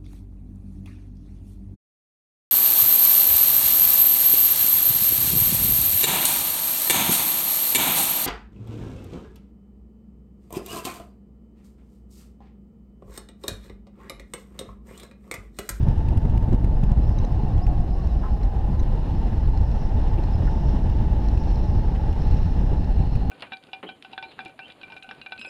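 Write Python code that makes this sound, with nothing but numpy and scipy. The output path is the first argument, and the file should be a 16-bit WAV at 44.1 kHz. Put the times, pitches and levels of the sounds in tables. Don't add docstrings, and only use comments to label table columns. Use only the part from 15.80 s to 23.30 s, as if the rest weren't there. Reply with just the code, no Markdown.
import sys
import numpy as np
from scipy import signal
from scipy.fft import rfft, irfft
from scipy.io import wavfile
from scipy.ndimage import uniform_filter1d

SR = 44100
rng = np.random.default_rng(int(sys.argv[2]) if len(sys.argv) > 2 else 0)


def transcribe(u):
    v = np.clip(np.atleast_2d(u).T, -1, 1)
    q = np.round(v * 32767).astype(np.int16)
    wavfile.write(sys.argv[1], SR, q)


N = 330750
TIME = np.arange(N) / SR

# start_s [s, centre], crackle_db [dB, relative],
# swing [share of full scale, before the lulls], half_width_s [s]
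HARD_EDDIES = [(0.032, -48, 0.37, 0.0021), (.087, -51, 0.59, .002), (.181, -52, 0.36, 0.0033),
               (0.288, -45, 0.36, 0.0026), (0.376, -42, 0.47, .0028), (.453, -55, 0.37, 0.0027),
               (.5, -54, 0.38, 0.0027), (.578, -43, 0.42, 0.003), (.713, -50, 0.34, 0.0025),
               (0.731, -51, .42, .0022), (.746, -53, 0.51, 0.0023), (.846, -44, 0.43, 0.0026),
               (1.038, -40.5, 0.37, 0.0019), (1.119, -48, 0.56, 0.0026), (1.176, -63, .37, 0.002),
               (1.294, -54, 0.47, 0.0027), (1.524, -50, 0.38, 0.0027), (1.781, -50, 0.33, 0.0027),
               (1.869, -43.5, 0.41, 0.0028), (2.273, -53, 0.33, 0.0031), (3.032, -47, 0.31, 0.0063),
               (3.677, -60, .39, 0.0039), (4.343, -52, 0.32, 0.0033), (4.555, -49, 0.36, 0.0024),
               (5.1, -46, 0.33, 0.0032), (5.577, -41.5, .47, 0.0027), (5.952, -58, 0.18, 0.0017),
               (6.329, -46, 0.15, 0.0024), (6.512, -48, 0.4, 0.0029), (6.631, -50, 0.37, 0.0044),
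               (7.204, -62, 0.45, 0.002), (7.355, -42, .35, .003), (7.362, -53, .42, 0.0026)]


def gain_of(db):
    return 10 ** (np.asarray(db) / 20)


def evened(x):
    return x / np.sqrt(np.mean(x ** 2) + 1e-20)


def follow(rows):
    s, *columns = np.transpose(rows)
    return [np.interp(TIME, s, column) for column in columns]


def coloured(points):
    hz, db = np.transpose(points)
    freq = np.fft.rfftfreq(N, 1 / SR)
    shape_db = np.interp(np.log(freq + 1), np.log(hz), db)
    white = rng.standard_normal(N)
    return evened(irfft(rfft(white) * gain_of(shape_db), N))


def wander(rate_hz):
    freq = np.fft.rfftfreq(N, 1 / SR)
    weight = (freq > 2) / (1 + (freq / rate_hz) ** 2)
    return evened(irfft(rfft(rng.standard_normal(N)) * weight, N))


def steadied(x, span_s=0.068, share=0.52):
    power = abs(uniform_filter1d(x ** 2, int(span_s * SR))) + 1e-9
    return evened(x / power ** (share / 2))


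def fuzzy(hz, width_hz, size=N):
    pole = np.exp(-np.pi * abs(width_hz) / SR)
    noise = rng.standard_normal((size + 4096, 2)) @ [1, 1j]
    slow = signal.lfilter([1], [1, -2 * pole, pole * pole], noise)[-size:]
    phase = 2 * np.pi * np.cumsum(hz * np.ones(size)) / SR
    return evened((slow * np.exp(1j * phase)).real)


def tone(hz, size, jitter=0.011):
    pole = .99
    drift = signal.lfilter([np.sqrt(1 - pole * pole)], [1, -pole], rng.standard_normal(size))
    phase = 2 * np.pi * np.cumsum(hz * (1 + jitter * drift)) / SR
    return np.sqrt(2) * np.sin(phase)


def add(mix, s, sound):
    part = mix[max(round(s * SR), 0):][:len(sound)]
    part += sound[:len(part)]


def bumps(rows):
    out = np.zeros(N)
    for s, length, height in rows:
        near = slice(max(round((s - 4 * length) * SR), 0), round((s + 4 * length) * SR))
        out[near] += height * np.exp(-((TIME[near] - s) / length) ** 2)
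    return out


def surges():
    # [dB, negative is quieter]
    changes = [(.075, -2), (.365, 8), (.56, 4), (.735, 3), (1.1, 1), (1.19, 4.5), (1.43, 3), (1.76, 7.5),
               (1.885, 4), (2.0, 6), (2.105, 4.5), (2.363, 6.5), (2.536, 8), (2.657, 6.5), (2.901, 2),
               (3.02, 5), (3.67, 11.5), (3.811, 7.5), (4.166, 7), (4.349, 4), (4.551, -4), (4.883, 2),
               (5.2, 5.5), (5.33, 3), (5.969, 6), (6.535, 2), (6.803, 4), (6.978, -1.5), (7.236, 0.5),
               (7.36, -8)]
    half_length_s = 0.019
    return bumps([(s, half_length_s, db) for s, db in changes])


def buffeting(eddies):
    # [dB, relative]
    flow = [(0.0, -18, -22), (0.3, -20.5, -24.5), (1.2, -17.5, -27.5), (1.5, -20, -25), (1.8, -20.5, -27),
            (2.55, -23, -31.5), (2.85, -18.5, -28.5), (3.0, -19.5, -32), (3.3, -21, -26), (3.6, -20.5, -30),
            (4.05, -19.5, -29), (4.8, -19.5, -26), (6.15, -18.5, -27.5), (6.3, -19, -25),
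            (6.45, -17.5, -27), (7.45, -19, -25.5)]
    # [dB per Hz, relative]
    rumble = [(4, -13), (14, -9), (28, -1.5), (55, -1.5), (100, -10.5), (160, -21.5), (250, -26.5),
              (800, -89), (5000, -120)]
    # [dB per Hz, relative]
    flapping = [(60, -18), (120, 3), (165, 0.5), (250, -7.5), (340, -12), (450, -23), (800, -21.5),
                (2000, -74), (8000, -110)]
    surge_share = 0.35
    ceiling = 0.44

    large_db, small_db = follow(flow)
    surge_db = surges()
    large = steadied(coloured(rumble)) * gain_of(large_db + 0.5 + (1 - surge_share) * surge_db)
    small = steadied(coloured(flapping), span_s=.04, share=0.72)
    small = small * gain_of(small_db - 4.0 + 0.5 * eddies)
    pressure = (large + small) * gain_of(0.73 * eddies + surge_share * surge_db)
    pressure = pressure / (1 + (pressure / ceiling) ** 4) ** (1 / 4)

    signs = rng.choice([-1, 1], len(HARD_EDDIES))
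    for (s, _, swing, half_s), sign in zip(HARD_EDDIES, signs):
        near = slice(max(round((s - .05) * SR), 0), round((s + .05) * SR))
        u = (TIME[near] - s) / half_s
        pressure[near] *= 1 - np.exp(-(u / 2) ** 2)
        pressure[near] += sign * swing * (1 - u ** 2 / 2) * np.exp(-u ** 2 / 2)
    return pressure


def airstream(eddies):
    # start_s [s], rush_db [dB], hiss_db [dB], before the flutter
    stream = [(0, -43.5, -54), (.9, -42, -57.5), (1.5, -40, -55), (2.1, -43.5, -57.5), (2.7, -41.5, -56.5),
              (3.45, -41.5, -53.5), (3.75, -42, -56), (4.2, -39.5, -53.5), (5.3, -41, -53.5),
              (6.1, -40, -54.5), (6.3, -40, -53), (6.52, -41, -53), (6.95, -40.5, -54), (7.5, -43.5, -55.5)]
    # [dB per Hz, relative]
    rush_spectrum = [(100, -39), (250, -0.5), (400, 3.5), (620, -0.5), (850, -1), (1000, -6.5), (1200, -13),
                     (1500, -20.5), (2300, -30), (5000, -65)]
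    # [dB per Hz, relative]
    hiss_spectrum = [(700, -5.5), (1400, 3), (1800, 6.5), (2250, -5), (2850, 1.5), (3300, -6.5),
                     (3700, -3.5), (4250, -11), (4700, -17.5), (6000, -14.5), (7200, -20), (9500, -25.5),
                     (12000, -29.5), (15000, -39)]
    # [dB, before the flutter]
    jet_curve = [(0.0, -68), (0.75, -73.5), (1.2, -70), (1.35, -64), (1.65, -69), (2.0, -70), (2.25, -65),
                 (2.85, -71.5), (3.45, -66.0), (3.7, -69), (4.0, -61.5), (4.25, -67.0), (4.85, -61.5),
                 (5.3, -68), (5.7, -59.5), (6.15, -66.5), (6.35, -64), (6.52, -60.5), (6.9, -65.5),
                 (7.45, -69)]
    # [dB, relative]
    tube_curve = [(0, -80.5), (1.5, -68), (2.7, -71.5), (3.4, -67.5), (5.3, -69.5), (5.8, -63), (6.25, -69),
                  (6.53, -60.5), (6.9, -70), (7.15, -62), (7.5, -60)]
    # start_s [s], level_db [dB]
    moan_curve = [(0, -52), (3.8, -52.5), (4.4, -49.5), (5.3, -40.5), (6.1, -44.5), (6.7, -55.5),
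                  (7.5, -53)]

    rush_db, hiss_db = follow(stream)
    flutter_db = wander(rate_hz=31)
    rush = coloured(rush_spectrum) * gain_of(rush_db + 0.91 * eddies + flutter_db)
    fast_db = 0.43 * wander(rate_hz=140)
    hiss = coloured(hiss_spectrum) * gain_of(hiss_db + .5 * eddies + 0.95 * flutter_db + fast_db)

    jet_db = follow(jet_curve)[0]
    jet_hz = 5196 + 24 * (jet_db - jet_db.mean())
    upper = fuzzy(jet_hz, width_hz=920) * gain_of(jet_db + 1.4 * wander(rate_hz=25))

    sway = 1 + .015 * wander(rate_hz=6.08)
    pair = fuzzy(4180 * sway, width_hz=470) + gain_of(-1) * fuzzy(2650 * sway, width_hz=680)
    lower = pair * gain_of(follow(tube_curve)[0] + 1.6 * wander(rate_hz=11.0))
    moan = fuzzy(324.3 * sway, width_hz=70) * gain_of(follow(moan_curve)[0])

    bright_db = -62 + 3.8 * (hiss_db + 53)
    bright = fuzzy(3100, width_hz=2700) * gain_of(bright_db + flutter_db)
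    return rush + moan + hiss + bright + upper + lower


def wires():
    # [dB, relative]
    song = [(0, 890, -47.5), (.85, 879.4, -47), (1.2, 832, -51), (1.5, 855, -43), (1.85, 809, -46.5),
            (2.25, 785, -50), (2.45, 830, -44), (2.7, 815, -45), (3.2, 886.6, -48), (3.55, 880, -48),
            (3.9, 872, -46), (4.4, 858.5, -45.5), (4.75, 884, -44), (5.95, 856.4, -45), (6.4, 858.6, -45),
            (7.5, 842, -48.5)]
    # [dB, before the waver]
    hum = [(0, 740, -69), (1.1, 700, -54), (1.4, 715, -52.5), (1.8, 727, -43.5), (2.05, 718, -48),
           (2.25, 700, -52), (2.4, 722, -50), (2.7, 760, -55), (3.2, 790, -50), (4.9, 800, -52.5),
           (7.5, 770, -51)]
    # [dB, relative]
    whistle = [(0, 1001, -68), (1.1, 1015, -55), (1.7, 1074, -52.5), (2.2, 1118, -53.5), (2.5, 1044, -57),
               (2.8, 1000, -53), (3.0, 1020, -52), (3.4, 1040, -56), (4.45, 996, -54.5), (5.65, 983, -66),
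               (7.5, 1020, -75)]

    waver_hz = 7 * wander(rate_hz=6.0)
    main_hz, main_db = follow(song)
    thick_hz, thick_db = follow(hum)
    thin_hz, thin_db = follow(whistle)
    main = fuzzy(main_hz + waver_hz, width_hz=56) * gain_of(main_db - 1.0 + 1.2 * wander(rate_hz=9.7))
    thick = fuzzy(thick_hz + waver_hz, width_hz=26) * gain_of(thick_db + 3.1 * wander(rate_hz=14))
    thin = fuzzy(thin_hz, width_hz=18) * gain_of(thin_db - 5.0)
    return main + thick + thin


def crackle(pressure):
    # [dB per Hz, relative]
    spit_spectrum = [(500, 4), (2300, 5), (4000, -2), (6500, -6.5), (9000, -10.5), (14000, -17.5),
                     (16000, -22)]
    onset = 0.13
    burst_s = .0012

    fickle_db = 4 * np.minimum(wander(rate_hz=300), 2)
    size = gain_of(-44 + fickle_db) * np.maximum(abs(pressure) - onset, 0)
    t = np.arange(-4 * burst_s, 4 * burst_s, 1 / SR)
    spit_shape = np.exp(-(t / burst_s) ** 2)
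    ring_shape = np.exp(-(t / burst_s) ** 2 / 2)
    rings = np.zeros(N)
    detunes = rng.uniform(.8, 1.3, len(HARD_EDDIES))
    for (s, db, _, _), detune in zip(HARD_EDDIES, detunes):
        add(size, s + t[0], gain_of(db - 1) * spit_shape)
        ring = tone(2750 * detune, len(t), jitter=.03)
        add(rings, s + t[0], gain_of(db - 5) * ring * ring_shape)
    return rings + size * steadied(coloured(spit_spectrum), span_s=0.0024, share=0.88)


def thumps():
    # start_s [s, centre], length_s [s], level_db [dB]
    gusts = [(0.075, 0.026, -22), (0.456, 0.025, -21), (0.69, 0.042, -24.5), (0.736, 0.058, -20.5),
             (0.843, 0.024, -30), (1.033, 0.02, -24), (1.118, 0.025, -27.5), (1.639, 0.046, -30),
             (1.93, 0.032, -28.5), (2.788, 0.018, -38), (3.012, 0.028, -29), (3.341, 0.026, -28),
             (3.47, 0.022, -29), (4.39, 0.039, -25), (4.944, 0.036, -25), (5.83, 0.021, -32),
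             (5.944, .03, -29), (6.442, 0.025, -29), (6.837, .03, -29.5), (7.198, 0.028, -33)]
    # [dB per Hz, relative]
    thump_spectrum = [(50, -28.5), (160, 9), (300, 0.5), (500, -14), (800, -17), (1500, -35), (6000, -59.5)]
    size = np.zeros(N)
    for s, length, db in gusts:
        add(size, s - length / 2, gain_of(db) * np.hanning(int(length * SR)))
    return size * steadied(coloured(thump_spectrum), span_s=0.019, share=0.98)


def lulls():
    # [dB, negative is quieter]
    dips = [(0.15, 0.0087, -10), (0.23, 0.032, -2), (0.404, 0.0084, -11), (0.772, 0.0089, -12),
            (1.145, 0.0095, -11), (1.342, 0.014, -5), (1.472, 0.032, -6), (1.83, 0.013, -5),
            (2.046, 0.025, -3), (2.2, 0.03, 1), (2.592, 0.029, -3.5), (2.719, 0.033, -6), (3.23, 0.043, -3),
            (3.989, 0.014, -8), (4.106, 0.0088, -9), (4.378, 0.0085, -17), (5.132, 0.02, -1),
            (5.377, 0.03, -2.5), (5.607, 0.022, -4.5), (5.87, 0.013, -3.5), (6.02, 0.025, -2),
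            (6.197, 0.059, -2.5), (6.365, 0.04, -3.5), (6.62, 0.021, -1.5), (7.064, 0.022, -5),
            (7.139, 0.012, -4), (7.31, 0.0087, -14), (7.406, 0.028, -4.5)]
    return bumps(dips)


def rigging():
    # start_s [s], level_db [dB, relative], length_s [s], lower_hz [Hz], upper_hz [Hz]
    ticks = [(1.386, -47.5, 0.0072, 3950, 6200), (1.4477, -48, 0.0056, 3940, 6100),
             (2.63, -51.5, 0.012, 4100, 5300), (2.9930, -51, 0.016, 3925, 6000),
             (3.775, -47, .003, 4200, 5250), (3.9155, -53.5, .005, 4280, 5400),
             (4.4363, -50, 0.0047, 4250, 5420), (5.486, -46, 0.0039, 4170, 5420),
             (5.636, -52, 0.0037, 4150, 5400), (5.758, -51, .004, 4150, 5405),
             (6.419, -50, 0.0037, 4160, 5356), (6.975, -54, .004, 4100, 5300),
             (7.044, -53, .004, 4250, 5174)]
    # [dB, before the fade in and out]
    squeaks = [(1.808, .055, 4500, 5500, 220, -54.5), (2.11, .06, 4850, 5400, 100, -63.5),
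               (2.195, .09, 3600, 3950, 500, -63.5), (2.26, .1, 4050, 3650, 0, -65),
               (4.525, .04, 4850, 5500, 0, -55), (7.29, .085, 4700, 5900, 0, -62.5)]
    # [dB, before the fade in and out]
    scuffs = [(2.423, 0.035, 1350, 900, -45), (2.432, 0.084, 1487, 1200, -54),
              (4.365, .035, 2600, 1100, -52), (4.664, 0.04, 1590, 600, -49), (6.14, 0.046, 1900, 2400, -47),
              (6.319, .022, 2500, 2400, -55)]

    out = np.zeros(N)
    for s, db, length, lower_hz, upper_hz in ticks:
        size = int(length * SR)
        ring = gain_of(-1.0) * tone(lower_hz, size, jitter=.022)
        ring = ring + gain_of(-2) * fuzzy(upper_hz, 600, size)
        scrape = gain_of(-10) * fuzzy(5490, 3000, size)
        body = gain_of(-2.0) * fuzzy(1950, 600, size)
        swell = np.sin(np.pi * np.sqrt(np.linspace(0, 1, size)))
        add(out, s, gain_of(db) * (ring + scrape + body) * swell)

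    for s, length, from_hz, to_hz, arch_hz, db in squeaks:
        size = int(length * SR)
        arch = arch_hz * np.sin(np.linspace(0, np.pi, size))
        glide_hz = np.linspace(from_hz, to_hz, size) + arch
        add(out, s, gain_of(db) * tone(glide_hz, size, jitter=0.022) * np.hanning(size))

    flutter = gain_of(3 * wander(rate_hz=140))
    for s, length, centre_hz, width_hz, db in scuffs:
        size = int(length * SR)
        cloth = fuzzy(centre_hz, width_hz, size) * flutter[round(s * SR):][:size]
        add(out, s, gain_of(db) * evened(cloth) * np.hanning(size))
    return out


def knocks():
    # [s, decay by 60 dB for a mode of ratio 1]
    blows = [(2.435, -36.5, 1031, 0.16), (2.454, -37, 1038, 0.17), (4.675, -36, 1446, 0.054)]
    # [dB, relative]
    modes = [(0.999, -2.5), (1.26, -6.5), (1.56, -21), (1.83, -19)]
    attack_s = .0012
    out = np.zeros(N)
    t = TIME[:SR // 10]
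    for s, db, hz, t60 in blows:
        ring = np.zeros(len(t))
        for ratio, mode_db in modes:
            ring += gain_of(mode_db - 60 * t * ratio / t60) * tone(hz * ratio, len(t))
        add(out, s, gain_of(db) * ring * np.minimum(t / attack_s, 1))
    return out


def scene():
    eddies = wander(rate_hz=31.0)
    lull_db = lulls()
    pressure = buffeting(eddies) * gain_of(lull_db)
    air = airstream(eddies) * gain_of(0.2 * lull_db)
    microphone = pressure + thumps() + crackle(pressure)
    return (microphone + air + wires() + rigging() + knocks())[None]


def record(dry):
    # [dB per Hz, relative]
    fizz = [(2000, -4.5), (7000, -0.5), (9500, -3), (12000, -0.5), (15000, -9.5)]
    fizz_db, edge_hz, fade_s = -73, 15600, .004
    fade_in = np.minimum(TIME / fade_s, 1)
    sound = (dry + gain_of(fizz_db) * coloured(fizz)) * fade_in
    low_pass = signal.firwin(511, edge_hz, window=("kaiser", 9), fs=SR)
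    return signal.oaconvolve(sound, low_pass[None], "same")


dry = scene()
out = record(dry)
transcribe(out)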